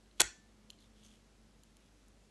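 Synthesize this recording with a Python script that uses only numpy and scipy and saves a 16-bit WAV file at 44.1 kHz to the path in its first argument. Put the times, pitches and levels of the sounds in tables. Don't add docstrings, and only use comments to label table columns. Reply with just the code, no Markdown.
import sys
import numpy as np
from scipy import signal
from scipy.io import wavfile

SR = 44100
rng = np.random.default_rng(int(sys.argv[2]) if len(sys.argv) > 2 else 0)


def to_wav(sig):
    pcm = np.clip(np.atleast_2d(sig), -1, 1) * 32767
    pcm = np.round(pcm).astype(np.int16)
    wavfile.write(sys.argv[1], SR, pcm.T)


def volts(x):
    e = np.asarray(x, float) / 20
    return 10 ** e


N = 101429

# start in seconds, peak level in dB, hardness as centre in Hz,
# peak level of the knock in the case in dB.
SNAP_CONTACTS = [(.1966, -42, 6000, -50), (.1975, -28, 2500, -36), (.1987, -27, 7000, -40),
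                 (.1996, -25, 4500, -44), (.2004, -12, 3400, -38), (.2013, -21, 3000, -30),
                 (.2023, -23, 2200, -36), (.204, -32, 7000, -50), (.2045, -4, 7000, -27),
                 (.2050, -14, 2400, -28), (.206, -13, 3500, -36), (.2069, -18, 10500, -38),
                 (.2078, -18, 4000, -36), (.2088, -16, 8500, -36), (.2098, -20, 4200, -36),
                 (.2107, -24, 1800, -26), (.212, -25, 1600, -34), (.2129, -24, 7000, -38),
                 (.2142, -23, 5000, -40), (.2153, -18, 9000, -42), (.2157, -12, 7800, -34),
                 (.2162, -11, 7200, -34), (.2168, -12, 3700, -38), (.2177, -21, 4500, -40),
                 (.219, -31, 6000, -37), (.2201, -33, 2500, -42)]
# frequency in Hz, relative level in dB, t60 in seconds.
STEEL_MODES = [(1512.5, -1, 0.011), (1990, -2.5, .006), (2700, -2.5, 0.0061), (3390, -2.5, 0.0077),
               (4310, -1.5, 0.0045), (5500, -4, 0.0059), (6200, -3, .005), (6940, 0.5, 0.0048),
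               (7860, -7.5, .01), (8530, -0.5, 0.0027), (9970, -4.5, 0.0031), (10800, -1.5, 0.0034),
               (11400, -8, 0.013), (1763, -37.5, 0.79), (8058, -40, 0.083)]
# frequency in Hz, relative level in dB, t60 in seconds.
CASE_MODES = [(201.2, -17, 0.028), (304.2, 4.5, .015), (443.3, 2.5, 0.046), (587, -2.5, 0.014),
              (782, -3, .022), (1150, -3.5, .008)]
CASE_HARDNESS_HZ, KNOCK_Q = 651.6, 0.52
CONTACT_Q, CRACK_DB, STRENGTH_SPREAD_DB = 1.2, 11, 1.5
# start in seconds, peak level in dB, hardness as centre in Hz, narrowness Q.
KEY_TICKS = [(.059, -64, 2000, 1.1), (.112, -57, 4000, 4.0), (.291, -50, 1850, 6.0), (.699, -54, 4300, 4.0),
             (.7028, -34, 3600, .8), (.709, -47, 6500, .8), (.732, -58, 3800, 2.5), (.788, -57, 4300, 4.0),
             (.8025, -60, 5000, 1.1), (.8065, -57, 6000, .8), (.825, -57, 4400, 4.0),
             (.9345, -64, 1500, 1.5), (1.0305, -58, 3200, 4.0), (1.0465, -60, 6200, 2.5),
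             (1.058, -59, 5500, 1.1), (1.0615, -58, 5000, 1.1), (1.635, -46, 6000, .6),
             (1.7685, -47.5, 5000, .6), (2.083, -54, 7500, 1.1)]
# frequency in Hz, relative level in dB, t60 in seconds.
KEY_MODES = [(1900, -14.5, .008), (2669, -4, 0.0068), (3120, 4.5, 0.0065), (4150, -3, 0.013),
             (5770, -12, .006), (6200, -7.5, 0.0092), (7370, -4.5, .01), (8900, -4.5, 0.007),
             (9620, -12, 0.011), (10967, -3, 0.0079), (12105, -1, 0.0036)]
# start in seconds, length in seconds,
# level of the edge resonance in dB at the height of the swell, frequency of the rubbed edge in Hz.
KEY_SLIDES = [(0.161, 0.082, -68, 3300), (0.777, 0.11, -73.5, 3600), (0.938, 0.21, -72.5, 3340),
              (1.03, 0.06, -70, 6200), (1.084, 0.11, -75.5, 3270), (1.07, 0.17, -85.5, 6800),
              (1.79, 0.052, -75.5, 2700), (1.83, .06, -78.5, 3480), (2.216, .06, -82.5, 6850)]
SLIDE_GRAINS_PER_S, SLIDE_WIDTH_HZ = 1700, 397
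SLIDE_HISS_HZ, SLIDE_HISS_DB = 4551, -3.5
# start in seconds, frequency in Hz,
# initial level of the decay in dB, before the soft onset, t60 in seconds.
TABLE_JOLTS = [(.203, 135, -37, .06), (.229, 54, -43, .18), (.229, 90, -45, .12)]
THUMP_RISE_S = .008
# frequency in Hz, level in dB of the noise density extrapolated
# to time zero, t60 in seconds.
ROOM_DECAY = [(100, -31, 0.52), (300, -37, 0.25), (765, -47.5, 0.29), (1892, -34.5, 0.26),
              (3399, -44.5, 0.3), (6570, -42.5, .35), (8333, -43.5, 0.22), (12000, -55, 0.15)]
ROOM_DELAY_S = 0.011
# frequency in Hz, rms level in dB, waver in dB (its sign sets the direction).
MOTOR_LINES = [(49, -69, -0.65), (98.4, -79, -1), (216, -75, 3.5)]
# frequency in Hz, relative density in dB per Hz.
HUSH_SPECTRUM = [(35, -20), (48, -5), (70, -8), (124, -8.5), (208, -6), (437, -13.5), (897, -20.5),
                 (2500, -24), (6500, -26.5), (8500, -28.5), (10300, -37), (11700, -33.5)]
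HUSH_DB, HUSH_FLICKER_DB = -67.5, .35
MIC_TOP_HZ, MIC_STEP_DB, MIC_END_HZ = 11750, 22, 13000


def ring(x, hz, t60):
    radius = volts(-60 / (t60 * SR))
    angle = 2 * np.pi * hz / SR
    return signal.lfilter([0, np.sin(angle)], [1, -2 * radius * np.cos(angle), radius ** 2], x + 1e-18)


def resonance(x, hz, width_hz):
    radius = np.exp(-np.pi * width_hz / SR)
    poles = [1, -2 * radius * np.cos(2 * np.pi * hz / SR), radius ** 2]
    return signal.lfilter([(1 - radius ** 2) / 2, 0, (radius ** 2 - 1) / 2], poles, x)


def strike(rows, modes, size):
    out = np.zeros(N + size)
    click = np.eye(1, size)[0]
    rings = np.array([ring(click, hz, t60) * volts(db) * (-1) ** k
                      for k, (hz, db, t60) in enumerate(modes)])
    chance = rng.standard_normal((len(rows), len(modes)))
    for (s, db, hz, q), spread in zip(rows, chance):
        body = volts(STRENGTH_SPREAD_DB * spread) @ rings + volts(CRACK_DB) * click
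        body = resonance(body, hz, hz / q)
        body = resonance(body, hz, 2 * hz / q)
        start = int(s * SR)
        out[start:start + size] += volts(db) * body / np.abs(body).max()
    return out[:N]


def lock():
    contacts = [(s, db, hz, CONTACT_Q) for s, db, hz, _ in SNAP_CONTACTS]
    knocks = [(s, db, CASE_HARDNESS_HZ, KNOCK_Q) for s, _, _, db in SNAP_CONTACTS]
    steel = strike(contacts, STEEL_MODES, size=12000)
    return steel + strike(knocks, CASE_MODES, size=4000)


def table():
    out = 0
    for s, hz, db, t60 in TABLE_JOLTS:
        t = np.maximum(np.arange(N) / SR - s, 0)
        rise = 1 - np.exp(-t / THUMP_RISE_S)
        out = out + volts(db - 60 * t / t60) * rise * np.sin(2 * np.pi * hz * t)
    return out


def key_ticks():
    return strike(KEY_TICKS, KEY_MODES, size=2000)


def rms_one(x):
    return x / np.sqrt(np.mean(x ** 2) + 1e-20)


def slides():
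    t = np.arange(N) / SR
    grains = (rng.random(N) < SLIDE_GRAINS_PER_S / SR) * volts(2.0 * rng.exponential(1, N))
    grains = grains * rng.choice([-1, 1], N)
    hiss = volts(SLIDE_HISS_DB) * rms_one(resonance(grains, SLIDE_HISS_HZ, SLIDE_HISS_HZ))
    out = 0
    for s, length, db, hz in KEY_SLIDES:
        swell = np.sin(np.pi * np.clip((t - s) / length, 0, 1))
        edge = rms_one(resonance(grains, hz, SLIDE_WIDTH_HZ))
        out = out + volts(db) * swell * (hiss + edge)
    return out


def at_hz(rows, hz):
    f, *columns = np.transpose(rows)
    return [np.interp(np.log(hz), np.log(f), c) for c in columns]


def bands():
    edges = 33 * 2 ** np.arange(0, 9, 1 / 3)
    return [(np.sqrt(a * b), signal.butter(2, [a, b], "band", fs=SR, output="sos"))
            for a, b in zip(edges, edges[1:])]


def room(x):
    t = np.arange(SR // 2) / SR
    tail = 0
    white = rng.standard_normal((2, len(t)))
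    for k, (hz, sos) in enumerate(bands()):
        db, t60 = at_hz(ROOM_DECAY, hz)
        tail = tail + volts(db - 60 * t / t60) * signal.sosfilt(sos, white[k % 2])
    onset = np.clip(t / ROOM_DELAY_S - 1, 0, 1)
    return signal.fftconvolve(x, tail * onset)[:N]


def drift(rate):
    pole = np.exp(-80 * np.pi * rate / SR)
    white = rng.standard_normal(N // 40 + 2002)
    slow = signal.lfilter([1], [1, -2 * pole, pole ** 2], white)[2000:]
    return np.interp(np.arange(N) / 40, np.arange(len(slow)), rms_one(slow))


def hum():
    t = np.arange(N) / SR
    out = 0
    for hz, db, waver_db in MOTOR_LINES:
        level = np.sqrt(2) * volts(db + waver_db * drift(1.7))
        phase = 0.54 * waver_db * drift(1.5)
        out = out + level * np.sin(2 * np.pi * hz * t + phase)
    return out


def hush():
    white = rng.standard_normal((2, N + SR // 2))
    out = 0
    for k, (hz, sos) in enumerate(bands()):
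        level = volts(at_hz(HUSH_SPECTRUM, hz)[0] + HUSH_FLICKER_DB * drift(2.5))
        out = out + level * signal.sosfilt(sos, white[k % 2])[-N:]
    return volts(HUSH_DB) * rms_one(out)


def scene():
    near = lock() + key_ticks() + slides()
    return (near + room(near) + table() + hush() + hum())[None]


def low_pass(x):
    return signal.sosfilt(signal.butter(12, 13860, fs=SR, output="sos"), x)


def record(dry):
    step = signal.ellip(5, .5, MIC_STEP_DB, MIC_TOP_HZ, fs=SR, output="sos")
    end = signal.cheby2(8, 30, MIC_END_HZ, fs=SR, output="sos")
    mix = signal.sosfilt(np.vstack([step, end]), dry)
    return low_pass(mix)


dry = scene()
out = record(dry)
to_wav(out)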